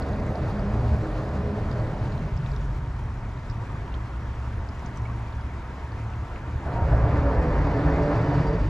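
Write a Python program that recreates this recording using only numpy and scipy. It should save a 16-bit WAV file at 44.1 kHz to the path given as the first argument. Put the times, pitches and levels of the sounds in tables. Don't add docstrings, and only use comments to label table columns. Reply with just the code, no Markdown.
import sys
import numpy as np
from scipy import signal
from scipy.fft import rfft, irfft, next_fast_len
from scipy.io import wavfile
from scipy.ndimage import uniform_filter1d

SR = 44100
rng = np.random.default_rng(int(sys.argv[2]) if len(sys.argv) > 2 else 0)


def master_out(mix):
    frames = np.transpose(np.atleast_2d(mix))
    ceiling = np.clip(frames, -1, 1)
    pcm = np.round(ceiling * 32767).astype(np.int16)
    wavfile.write(sys.argv[1], SR, pcm)


def gain_from_decibels(decibels):
    exponent = np.asarray(decibels, float) / 20
    return 10 ** exponent


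N = 383260
FFT_N = next_fast_len(N)
HZ = np.fft.rfftfreq(FFT_N, 1 / SR)
TIME = np.arange(N) / SR

# time in seconds, load on the deck in dB, nearness in dB.
FAR_PASS = [
    (0, -4, -3.5),
    (2.5, -2, 0),
    (3.2, -0.5, -1),
    (3.75, 1.5, 0),
    (4.3, -3, -.5),
    (4.9, -0.5, 0),
    (5.6, -5, -.5),
    (6.4, -3, 0),
    (8.69, -0.5, 0),
]
CAR_PASS = [
    (0, -0.5, 1),
    (.5, 1, 1),
    (1.1, -3.5, 0),
    (1.9, 0, 0),
    (2.2, 3.5, -4.5),
    (2.6, -6, -13),
    (2.95, -3, -22),
    (3.2, -19, -32),
    (3.4, -22, -35),
]
TRUCK_PASS = [
    (6.63, -22, -17),
    (6.665, -14.5, -5.5),
    (6.85, -6.5, -3.5),
    (7.12, -1.5, -0.5),
    (7.3, -7, -1),
    (7.7, -9, -1),
    (8.3, -2.5, -1),
    (8.5, -4, -5),
    (8.69, -2.5, -12.5),
]

# frequency in Hz, level in dB per Hz.
FAR_ROAR = [(12, -44), (20, -14), (32, -4.5), (60, -9), (91, -9), (117, -4), (141, -14), (396, -24.5),
            (469, -27.5), (828, -28), (920, -24.5), (3050, -38.5), (3960, -57.5), (6710, -120)]
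CAR_ROAR = [(12, -33), (20, -8.5), (115, -0.5), (167, -9), (207, -16.5), (244, -12.5), (357, -20),
            (413, -18), (617, -16.5), (777, -21), (1800, -32.5), (3050, -57), (3960, -71), (6710, -120)]
TRUCK_ROAR = [(12, -39.5), (20, -8), (65, -1.5), (141, 1), (215, -12.5), (283, -13), (349, -13),
              (500, -13.5), (567, -12), (617, -12.5), (1730, -24.5), (3050, -53), (3960, -70.5),
              (6710, -120)]
# frequency in Hz, level in dB per Hz.
FAR_HISS = [(2000, -22), (2600, -12), (3200, -9.5), (4000, -12.5), (5500, -16.5), (7600, -21), (8200, -28),
            (10200, -29.5), (11200, -33), (12200, -37), (13500, -36.5), (14000, -51), (14600, -71.5)]
CAR_HISS = [(2000, 9), (2600, -3.5), (3200, -12.5), (4700, -14), (5500, -19), (7600, -26.5), (8200, -31.5),
            (10200, -32.5), (11200, -37), (12200, -36), (13500, -40), (14100, -48), (14700, -69)]
TRUCK_HISS = [(2000, 20), (2600, 3), (3200, -9), (4700, -10.5), (5500, -17), (7600, -27), (8200, -35),
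              (10200, -46.5), (13500, -51), (14500, -70.5)]
# frequency in Hz, width in Hz, level in dB.
FAR_HUM = [(930, 85, 0), (705, 70, -4)]
CAR_HUM = [(133, 20, -0.5), (207.3, 15.5, -4), (413.6, 25, -9), (607, 52, -14), (310.4, 15, -12)]
TRUCK_HUM = [(144, 31, 0), (285.4, 46, 1), (434, 45, -4.5), (569, 40, -6.5), (953, 130, -11.5),
             (1763, 73, -15)]
# level in dB at nearness 0, share of nearness, lag in seconds, drift in dB per second.
FAR_MIX = [(-42, 1.6, 0.01, 0.15), (-60.5, 1, 0.01, -0.1), (-58, 0.64, 0.21, 1.05)], -32
CAR_MIX = [(-35.5, 1.42, 0.01, 0.027), (-57.5, 2.1, 0.38, -0.38), (-36.5, 0.75, 0.01, 0.035)], -25.5
TRUCK_MIX = [(-29, 1.09, 0.012, .01), (-53, 1.1, 0.07, 2.86), (-32.5, 1.8, 0.19, 1.7)], -20.5

# frequency in Hz, likeness from 0 to 1, left lead in radians, left over right in dB.
WIDE_PORTS = [(40, .999, 0, 0), (140, .998, 0, 0), (260, .985, 0, -.1), (410, .95, .1, .1),
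              (940, .93, .3, .4), (1730, .86, .55, .1), (2900, .6, 1.1, -.2), (3800, .53, .4, -1.6),
              (4900, .72, .05, -1.5), (6500, .72, -.2, .5), (8400, .5, -.4, 1.3), (10000, .78, -.1, 1.1),
              (11500, .5, -.1, 2.5), (12600, .1, -.1, 5)]
NEAR_PORTS = [(40, .999, 0, 0), (100, .9996, 0, 0), (180, .999, 0, -.3), (410, .995, .05, -1.2),
              (650, .99, .05, -1.4), (940, .98, .12, -.6), (1730, .93, .6, -.6), (2300, .85, 1.05, -1.9),
              (2900, .68, 1.1, -2.5), (3800, .75, .4, -3), (4900, .94, .12, -1.5), (6500, .93, .02, -.8),
              (10700, .88, .02, .5), (13200, .2, .1, 4)]

# time in seconds, thump in dB, clank in dB, clank in Hz.
JOINT_HITS = [(6.556, -23.5, -46, 760), (6.660, -18.5, -31, 720), (6.739, -42, -35, 600),
              (6.753, -19, -40, 800), (6.785, -42, -30, 680), (6.821, -13, -40, 650),
              (6.872, -30, -35, 550), (6.927, -20, -24, 620), (6.945, -14, -45, 650),
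              (6.982, -30, -30, 580), (7.0, -15.5, -41, 600), (7.03, -30, -31, 600), (7.069, -23, -29, 580),
              (7.16, -22, -30, 570), (7.216, -35, -30, 550), (7.275, -21, -33, 550)]
# middle in seconds, half length in seconds, frequency in Hz, level in dB.
BOOMS = [(.5, .5, 47.8, -40), (1.15, 0.061, 45.3, -28.5), (2.7, 0.56, 47.66, -31.5),
         (6.88, 0.21, 48.6, -33), (7.55, .22, 48, -28.5), (7.98, 0.14, 47, -30), (8.55, 0.22, 50.4, -29.5),
         (.8, 0.23, 60.3, -32), (2.75, 0.31, 63.4, -34.5), (4.35, 0.53, 62.17, -34),
         (5.3, 0.77, 61.4, -38.5), (6.15, .2, 61.3, -37), (6.95, 0.12, 59.5, -24.5),
         (7.3, 0.21, 60.5, -27.5), (7.92, 0.099, 62.3, -29), (.2, 0.23, 75.6, -32.5), (.94, 0.075, 75, -24),
         (1.4, 0.28, 75.3, -32.5), (2.3, 0.091, 75, -34), (5.45, 0.26, 73.1, -36.5),
         (6.05, 0.31, 74.2, -35.5), (7.0, 0.32, 75.2, -31), (7.55, 0.42, 75.1, -31.5),
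         (.85, 0.18, 114.4, -28.5), (1.85, 0.44, 112, -33), (4.55, 0.28, 110.9, -36),
         (5.2, 0.32, 113.1, -36), (6.05, 0.17, 112.7, -33), (6.95, 0.26, 113.3, -29),
         (8.1, 0.97, 110.3, -37.5), (3.1, .12, 75.5, -40), (3.55, 0.25, 76.5, -41), (4.5, .5, 75.2, -39.5),
         (6.52, 0.092, 76, -37.5), (3.4, .3, 113.8, -42), (4.05, 0.15, 113.5, -39), (3.92, .12, 61.3, -36),
         (6.5, .12, 112.3, -41)]
# middle and half length in seconds, frequency in Hz, level in dB.
STREAKS = [(.18, 0.11, 203, -37.5), (.62, .12, 206, -36), (.95, 0.19, 220, -38), (1.5, .18, 207, -37),
           (2.12, .12, 207, -41), (1.1, .22, 318, -42.5), (1.95, 0.14, 330, -46), (.2, 0.055, 455, -46),
           (.13, .05, 630, -41.5), (.8, 0.21, 415, -48.5), (1.55, 0.13, 412, -46.5), (.93, .06, 605, -43.5),
           (7.12, 0.14, 290, -38), (7.28, 0.044, 282, -35), (7.6, 0.16, 285, -36), (7.88, .05, 287, -33),
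           (8.09, .08, 288, -33), (8.38, .08, 284, -35), (7.45, .15, 425, -40.5), (7.95, 0.072, 440, -39),
           (8.17, .05, 425, -37), (8.45, .22, 442, -39.5), (7.1, .16, 567, -36), (7.46, .08, 500, -33),
           (8.08, .08, 582, -36), (6.8, .05, 700, -41), (7.08, 0.11, 695, -41.5), (7.35, .07, 680, -39.5),
           (6.8, .06, 930, -38), (8.33, .1, 945, -44.5), (8.3, .3, 150, -32.5), (7.4, .1, 160, -33.5),
           (2.3, .35, 152, -39), (7.85, .1, 150, -33), (8.6, .1, 160, -33), (1.7, .1, 120, -34)]
# frequency in Hz, level in dB.
PART_MODES = [(2750, -3), (3020, 1), (3429, -3), (3639, -3), (3935, -6), (4690, 3), (5060, -7), (5437, -7),
              (5609, -8), (7375, -12), (7770, -13)]
# middle and half length in seconds, frequency in Hz, level in dB.
SQUEALS = [
    (8.2, .07, 4690, -67),
    (8.42, .24, 4692, -71),
    (8.27, .1, 3020, -66),
    (8.27, .08, 5060, -71),
]

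# time in seconds, peak in dB, frequency in Hz, left over right in dB.
TICKS = [(0.0223, -39, 4400, -1.5), (0.1314, -47, 4170, 0.5), (0.3544, -38, 4500, 0.5),
         (0.4314, -47, 4330, -1.0), (0.5114, -48, 4050, -1.5), (0.5935, -43, 4730, -1.5),
         (1.713, -39, 3600, -3.0), (1.7973, -45, 4340, -0.5), (2.1201, -43, 4120, -3.0),
         (2.1779, -44, 3930, -4.0), (2.3655, -46, 5100, -1.5), (2.3655, -53, 7300, -1.5),
         (2.3745, -41, 5170, -2.5), (2.4608, -39, 3740, 4.5), (2.5157, -43, 4740, 2.0),
         (2.5341, -46, 3770, 4.5), (2.5621, -42, 3700, 2.0), (2.5625, -43, 5300, 2.0),
         (1.7135, -40, 4700, -3.0), (1.7265, -46, 4500, -1.0), (6.135, -38, 2550, 0), (6.359, -34, 2150, 0),
         (3.876, -44, 2750, -1), (3.92, -49, 3600, -1), (2.4608, -41, 2600, 4), (0.2638, -51, 7200, 1.5),
         (4.972, -48, 7600, -1.5), (3.3744, -48, 4000, -1.0), (3.4984, -40, 4940, -4.0),
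         (3.5114, -45, 4890, -3.5), (3.9404, -38, 3400, -3.5), (3.9484, -46, 4200, -1.0),
         (4.6882, -40, 4950, -3.0), (4.8604, -42.5, 6110, -3.5), (4.8674, -46, 4800, 0.0),
         (4.9594, -51, 5960, 0.0), (4.9721, -42, 5830, -3.0), (4.9834, -50, 5510, -1.0),
         (5.3253, -47, 3860, -3.0), (5.4106, -50, 4770, -1.0), (5.7972, -50, 5000, -1.0),
         (5.9189, -46, 4440, -1.5)]
# time in seconds, peak in dB, frequency in Hz, left over right in dB.
SNAPS = [(0.1989, -61, 9950, 3.5), (0.3092, -57, 13300, 5.0), (0.4894, -64, 9660, 1.5),
         (0.6828, -63, 11700, 1.5), (0.8714, -57, 10000, 0.5), (0.9777, -58, 10300, 0.5),
         (1.1767, -57, 10500, 0.5), (1.2394, -61, 13500, 1.5), (2.159, -60, 10100, 2.5),
         (2.4894, -63, 9610, 4.0), (2.5294, -61, 13500, 4.5), (2.5616, -61, 10300, 6.0),
         (2.7716, -59, 13000, 3.5), (2.9916, -60, 10000, 0.5), (3.9404, -60, 10400, -0.5),
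         (4.6894, -67, 10100, 2.5), (4.8234, -59, 10700, 0.5), (4.9726, -61, 10900, 0.5),
         (5.021, -58, 10600, 0.5), (5.1612, -58, 10200, 0.5), (5.3662, -60, 9920, 1.5),
         (5.8431, -63, 10100, 1.0)]
# time in seconds, peak in dB, frequency in Hz, left over right in dB.
PLIPS = [(3.697, -33, 1150, 0), (3.75, -35, 1100, 0), (3.922, -47, 2650, -1), (3.95, -36, 1350, 0),
         (4.0, -33, 1050, 0), (5.051, -39, 2160, -.5), (5.085, -37, 1050, .5), (5.095, -37, 1080, .5),
         (5.12, -40, 1500, 0), (2.449, -47, 2350, 3), (2.482, -49, 2400, 3), (3.76, -39, 1550, 0),
         (3.875, -36, 950, 0), (4.012, -41, 1950, 0), (3.62, -36, 900, 0), (1.027, -33, 700, -1)]

THUMP_HZ, THUMP_S, CLANK_S, CLANK_RISE_S = 71, 0.13, 0.1, 0.0037
KNOCK_FIRST_S, KNOCK_GAP_S, KNOCK_COUNT = 7.107, 0.0665, 25
KNOCK_HURRY_S = 8.8e-5
KNOCK_DB, RATTLE_DB = -56.5, -18
KNOCK_RISE_DB_PER_S, KNOCK_SHARE, KNOCK_SCATTER_DB = 12, 1.1, 1.8
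TRUCK_GLIDE_PER_S, GLIDE_MIDDLE_S = 0.03, 7.8
TICK_LAG_S = 0.001


def traffic():
    far = vehicle(FAR_PASS, FAR_MIX, FAR_ROAR, FAR_HISS, FAR_HUM, WIDE_PORTS, 170, rumble_db=-2.0)
    car = vehicle(CAR_PASS, CAR_MIX, CAR_ROAR, CAR_HISS, CAR_HUM, NEAR_PORTS, 182, rumble_db=-5.5)
    truck = vehicle(TRUCK_PASS, TRUCK_MIX, TRUCK_ROAR, TRUCK_HISS, TRUCK_HUM, NEAR_PORTS, 181,
                    rumble_db=-2.5, glide=TRUCK_GLIDE_PER_S)
    car *= np.clip((3.5 - TIME) / 0.22, 0, 1)
    truck *= np.clip((TIME - 6.52) / 0.048, 0, 1)
    return patchy(far + car + truck, patch_db=0.99, gust_db=0.81, rustle_db=3.0)


def vehicle(rows, mix, roar_colour, hiss_colour, hum, port_table, low_hz, rumble_db, glide=0):
    z = ports(port_table, rfft(rng.standard_normal(FFT_N)))
    low = 1 / (1 + (HZ / low_hz) ** 4)
    high = 1 - 1 / (1 + (HZ / 2600) ** 8)
    colour = z * gain_from_decibels(read(roar_colour, HZ)[0])
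    lines = sum(gain_from_decibels(db) / np.sqrt(w) / (1 + (2 * (HZ - f) / w) ** 2) for f, w, db in hum)

    load_db, near_db = played(rows)
    since = TIME - rows[0][0]
    follow, deck_db = mix
    roar, hiss, grating = (gain_from_decibels(db + share * np.interp(TIME - lag, TIME, near_db) + drift_db * since)
                           for db, share, lag, drift_db in follow)

    noise = gain_from_decibels(rumble_db + deck_db + load_db) * heard(colour * low)
    noise += roar * heard(colour * (1 - low - high))
    noise += hiss * heard(z * high * gain_from_decibels(read(hiss_colour, HZ)[0]))
    hurried = TIME + glide / 2 * ((TIME - GLIDE_MIDDLE_S) ** 2 - 1)
    hum_pair = np.array([np.interp(hurried, TIME, c) for c in heard(z * lines * 1j)])
    return noise + gain_from_decibels(1.5) * grating * hum_pair


def patchy(x, patch_db, gust_db, rustle_db):
    hz, t, z = signal.stft(x, SR, nperseg=512)
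    hz = hz[:, None]
    field = rng.standard_normal((2, *z.shape[1:]))
    patches = evened(uniform_filter1d(uniform_filter1d(field[0], size=5, axis=0), size=10, axis=1))
    patches = patches * np.clip(hz / 300, 0, 1)
    tufts = evened(uniform_filter1d(uniform_filter1d(field[1], size=22, axis=0), size=9, axis=1))
    gusts = evened(uniform_filter1d(rng.standard_normal(len(t)), size=7)) * np.clip(hz / 4000, 0, 1)
    top = np.clip(hz / 12000, 0, 1) ** 2 * np.maximum(tufts - 0.5, 0)
    change_db = patch_db * patches + gust_db * gusts + rustle_db * top
    return signal.istft(z * gain_from_decibels(change_db), SR, nperseg=512)[1][:, :N]


def joint():
    out, t = np.zeros(N), np.arange(8000) / SR
    for s, thump_db, clank_db, hz in JOINT_HITS:
        thump = gain_from_decibels(thump_db - 60 * t / THUMP_S) * np.sin(2 * np.pi * THUMP_HZ * t)
        plates = evened(signal.lfilter(*signal.iirpeak(hz, 1.8, SR), rng.standard_normal(len(t))))
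        clank = plates * gain_from_decibels(clank_db - 60 * t / CLANK_S) * np.minimum(t / CLANK_RISE_S, 1)
        out[round(s * SR):][:len(t)] += thump + clank
    dull = signal.sosfilt(signal.butter(4, 1200, fs=SR, output="sos"), out)
    return dull * gain_from_decibels(np.array([[-0.3], [0.3]]))


def swells(rows, waver_hz, throb_db):
    out = np.zeros((2, N))
    wavers = [(np.cumsum(waver_hz * slow(8.0)) / SR, throb_db * slow(9.0)) for _ in range(4)]
    for k, (s, half_s, hz, db) in enumerate(rows):
        part = slice(max(round((s - 2 * half_s) * SR), 0), round((s + 2 * half_s) * SR))
        turns, throb = (w[part] for w in wavers[k % len(wavers)])
        t = TIME[part] - s
        balance = gain_from_decibels(np.array([[0.5], [-0.5]]) * read(NEAR_PORTS, hz)[2])
        swell = np.exp(-abs(t / half_s) ** 2.4) * balance
        out[:, part] += np.sqrt(2) * swell * gain_from_decibels(db + throb) * np.sin(2 * np.pi * (hz * t + turns))
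    return out


def knocks():
    burst, t, k = np.zeros(N), np.arange(4000) / SR, np.arange(KNOCK_COUNT)
    at = KNOCK_FIRST_S + KNOCK_GAP_S * k - KNOCK_HURRY_S * k ** 2
    near_db = np.interp(at, TIME, played(TRUCK_PASS)[1])
    force_db = KNOCK_DB + KNOCK_RISE_DB_PER_S * (at - at[0]) + KNOCK_SHARE * near_db
    for s, db in zip(at, force_db + KNOCK_SCATTER_DB * rng.standard_normal(len(k))):
        part = burst[round(s * SR):][:len(t)]
        part += (gain_from_decibels(db - 60 * t / 0.15) * np.minimum(t / 0.003, 1))[:len(part)]
    burst += gain_from_decibels(np.interp(TIME, [at[0] - KNOCK_GAP_S, *at], [-np.inf, *force_db]) + RATTLE_DB)

    z = rfft(burst * rng.standard_normal(N), FFT_N)
    modes = gain_from_decibels(8.5) * sum(gain_from_decibels(db) / (1 + 2j * (HZ - f) / 45) ** 2 for f, db in PART_MODES)
    clatter = gain_from_decibels(-6.0) / (1 + ((HZ - 4500) / 2400) ** 4)
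    _, lead, balance_db = read(NEAR_PORTS, HZ)
    pair = np.array([gain_from_decibels(balance_db / 2), np.exp(-1j * lead) / gain_from_decibels(balance_db / 2)])
    return irfft(z * pair * (modes + clatter), FFT_N)[:, :N]


def exhaust():
    swell = np.exp(-((TIME - 2.45) / 0.6) ** 2)
    return gain_from_decibels(-31.0) * swell * np.sin(2 * np.pi * np.cumsum(131 + 1.75 * slow(3.03)) / SR)


def ticks(rows, ring_s, level_db, rise_s, glide):
    out, t = np.zeros((2, N)), np.arange(1800) / SR
    for s, db, hz, pan_db in rows:
        direct = ring(hz, ring_s, len(t), rise_s, glide)
        scatter = rng.standard_normal((2, len(t))) * gain_from_decibels(-23 - 60 * t / 0.04)
        both = direct + signal.oaconvolve(scatter, direct[None])[:, :len(t)]
        level = gain_from_decibels(db + level_db + np.array([[pan_db / 2], [-pan_db / 2]]))
        out[:, round((s + TICK_LAG_S) * SR):][:, :len(t)] += level * both
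    return out


def ring(hz, ring_s, count, rise_s=0.0002, glide=0.1):
    t = np.arange(count) / SR
    tone = np.sin(2 * np.pi * hz * t * (1 + glide * t / ring_s))
    return tone * gain_from_decibels(-60 * t / ring_s) * np.minimum(t / rise_s, 1)


def crackle(per_s, level_db):
    out = np.zeros((2, N))
    chance = per_s / SR * gain_from_decibels(9.2 * slow(5.0) - 0.63 * TIME)
    for hz in np.geomspace(5500, 13500, num=10):
        size = (rng.random(N) < chance) * gain_from_decibels(2.9 * np.minimum(rng.exponential(1, N), 4))
        grain = ring(hz, 22 / hz, count=300) * gain_from_decibels(read(FAR_HISS, hz)[0] + 21.0)
        pan_db = rng.uniform(0, 3)
        out += gain_from_decibels(np.array([[pan_db], [-pan_db]])) * signal.oaconvolve(size, grain)[:N]
    return gain_from_decibels(level_db) * out


def ports(table, left):
    same, lead, balance_db = read(table, HZ)
    other = abs(left) * np.exp(2j * np.pi * rng.random(len(HZ)))
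    right = same * left * np.exp(-1j * lead) + np.sqrt(1 - same ** 2) * other
    return np.array([left * gain_from_decibels(balance_db / 2), right / gain_from_decibels(balance_db / 2)])


def heard(z):
    return evened(irfft(z, FFT_N)[:, :N])


def slow(hz):
    z = rfft(rng.standard_normal(FFT_N))
    return evened(irfft(z / (1 + (HZ / hz) ** 4), FFT_N)[:N])


def evened(x):
    return x / np.sqrt(np.mean(x ** 2) + 1e-20)


def read(points, hz):
    f, *columns = np.transpose(points)
    return [np.interp(np.log(hz + 1), np.log(f + 1), c) for c in columns]


def played(rows):
    s, *columns = np.transpose(rows)
    return [np.interp(TIME, s, c) for c in columns]


def scene():
    girders = swells(BOOMS, waver_hz=1.6, throb_db=2.5)
    grating = swells(STREAKS, waver_hz=6.0, throb_db=3.5)
    squeal = swells(SQUEALS, waver_hz=12, throb_db=3)
    bridge = traffic() + joint() + girders + grating + knocks() + squeal + exhaust()
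    line = ticks(TICKS, 0.004, 7.5, 0.0005, 0) + ticks(SNAPS, 0.002, 8, 0.0002, 0.05)
    water = ticks(PLIPS, 0.04, 2, 0.004, 0.12)
    return bridge + line + water + crackle(per_s=6.3, level_db=-59.5)


def top_cut(x):
    return signal.sosfilt(signal.butter(12, 15400, fs=SR, output="sos"), x)


def record(dry):
    from_ends = np.minimum(np.arange(N) + 100, N - np.arange(N))
    ramps = np.clip(0.2 + from_ends / 150, 0, 1)
    return top_cut(dry * ramps)


dry = scene()
out = record(dry)
master_out(out)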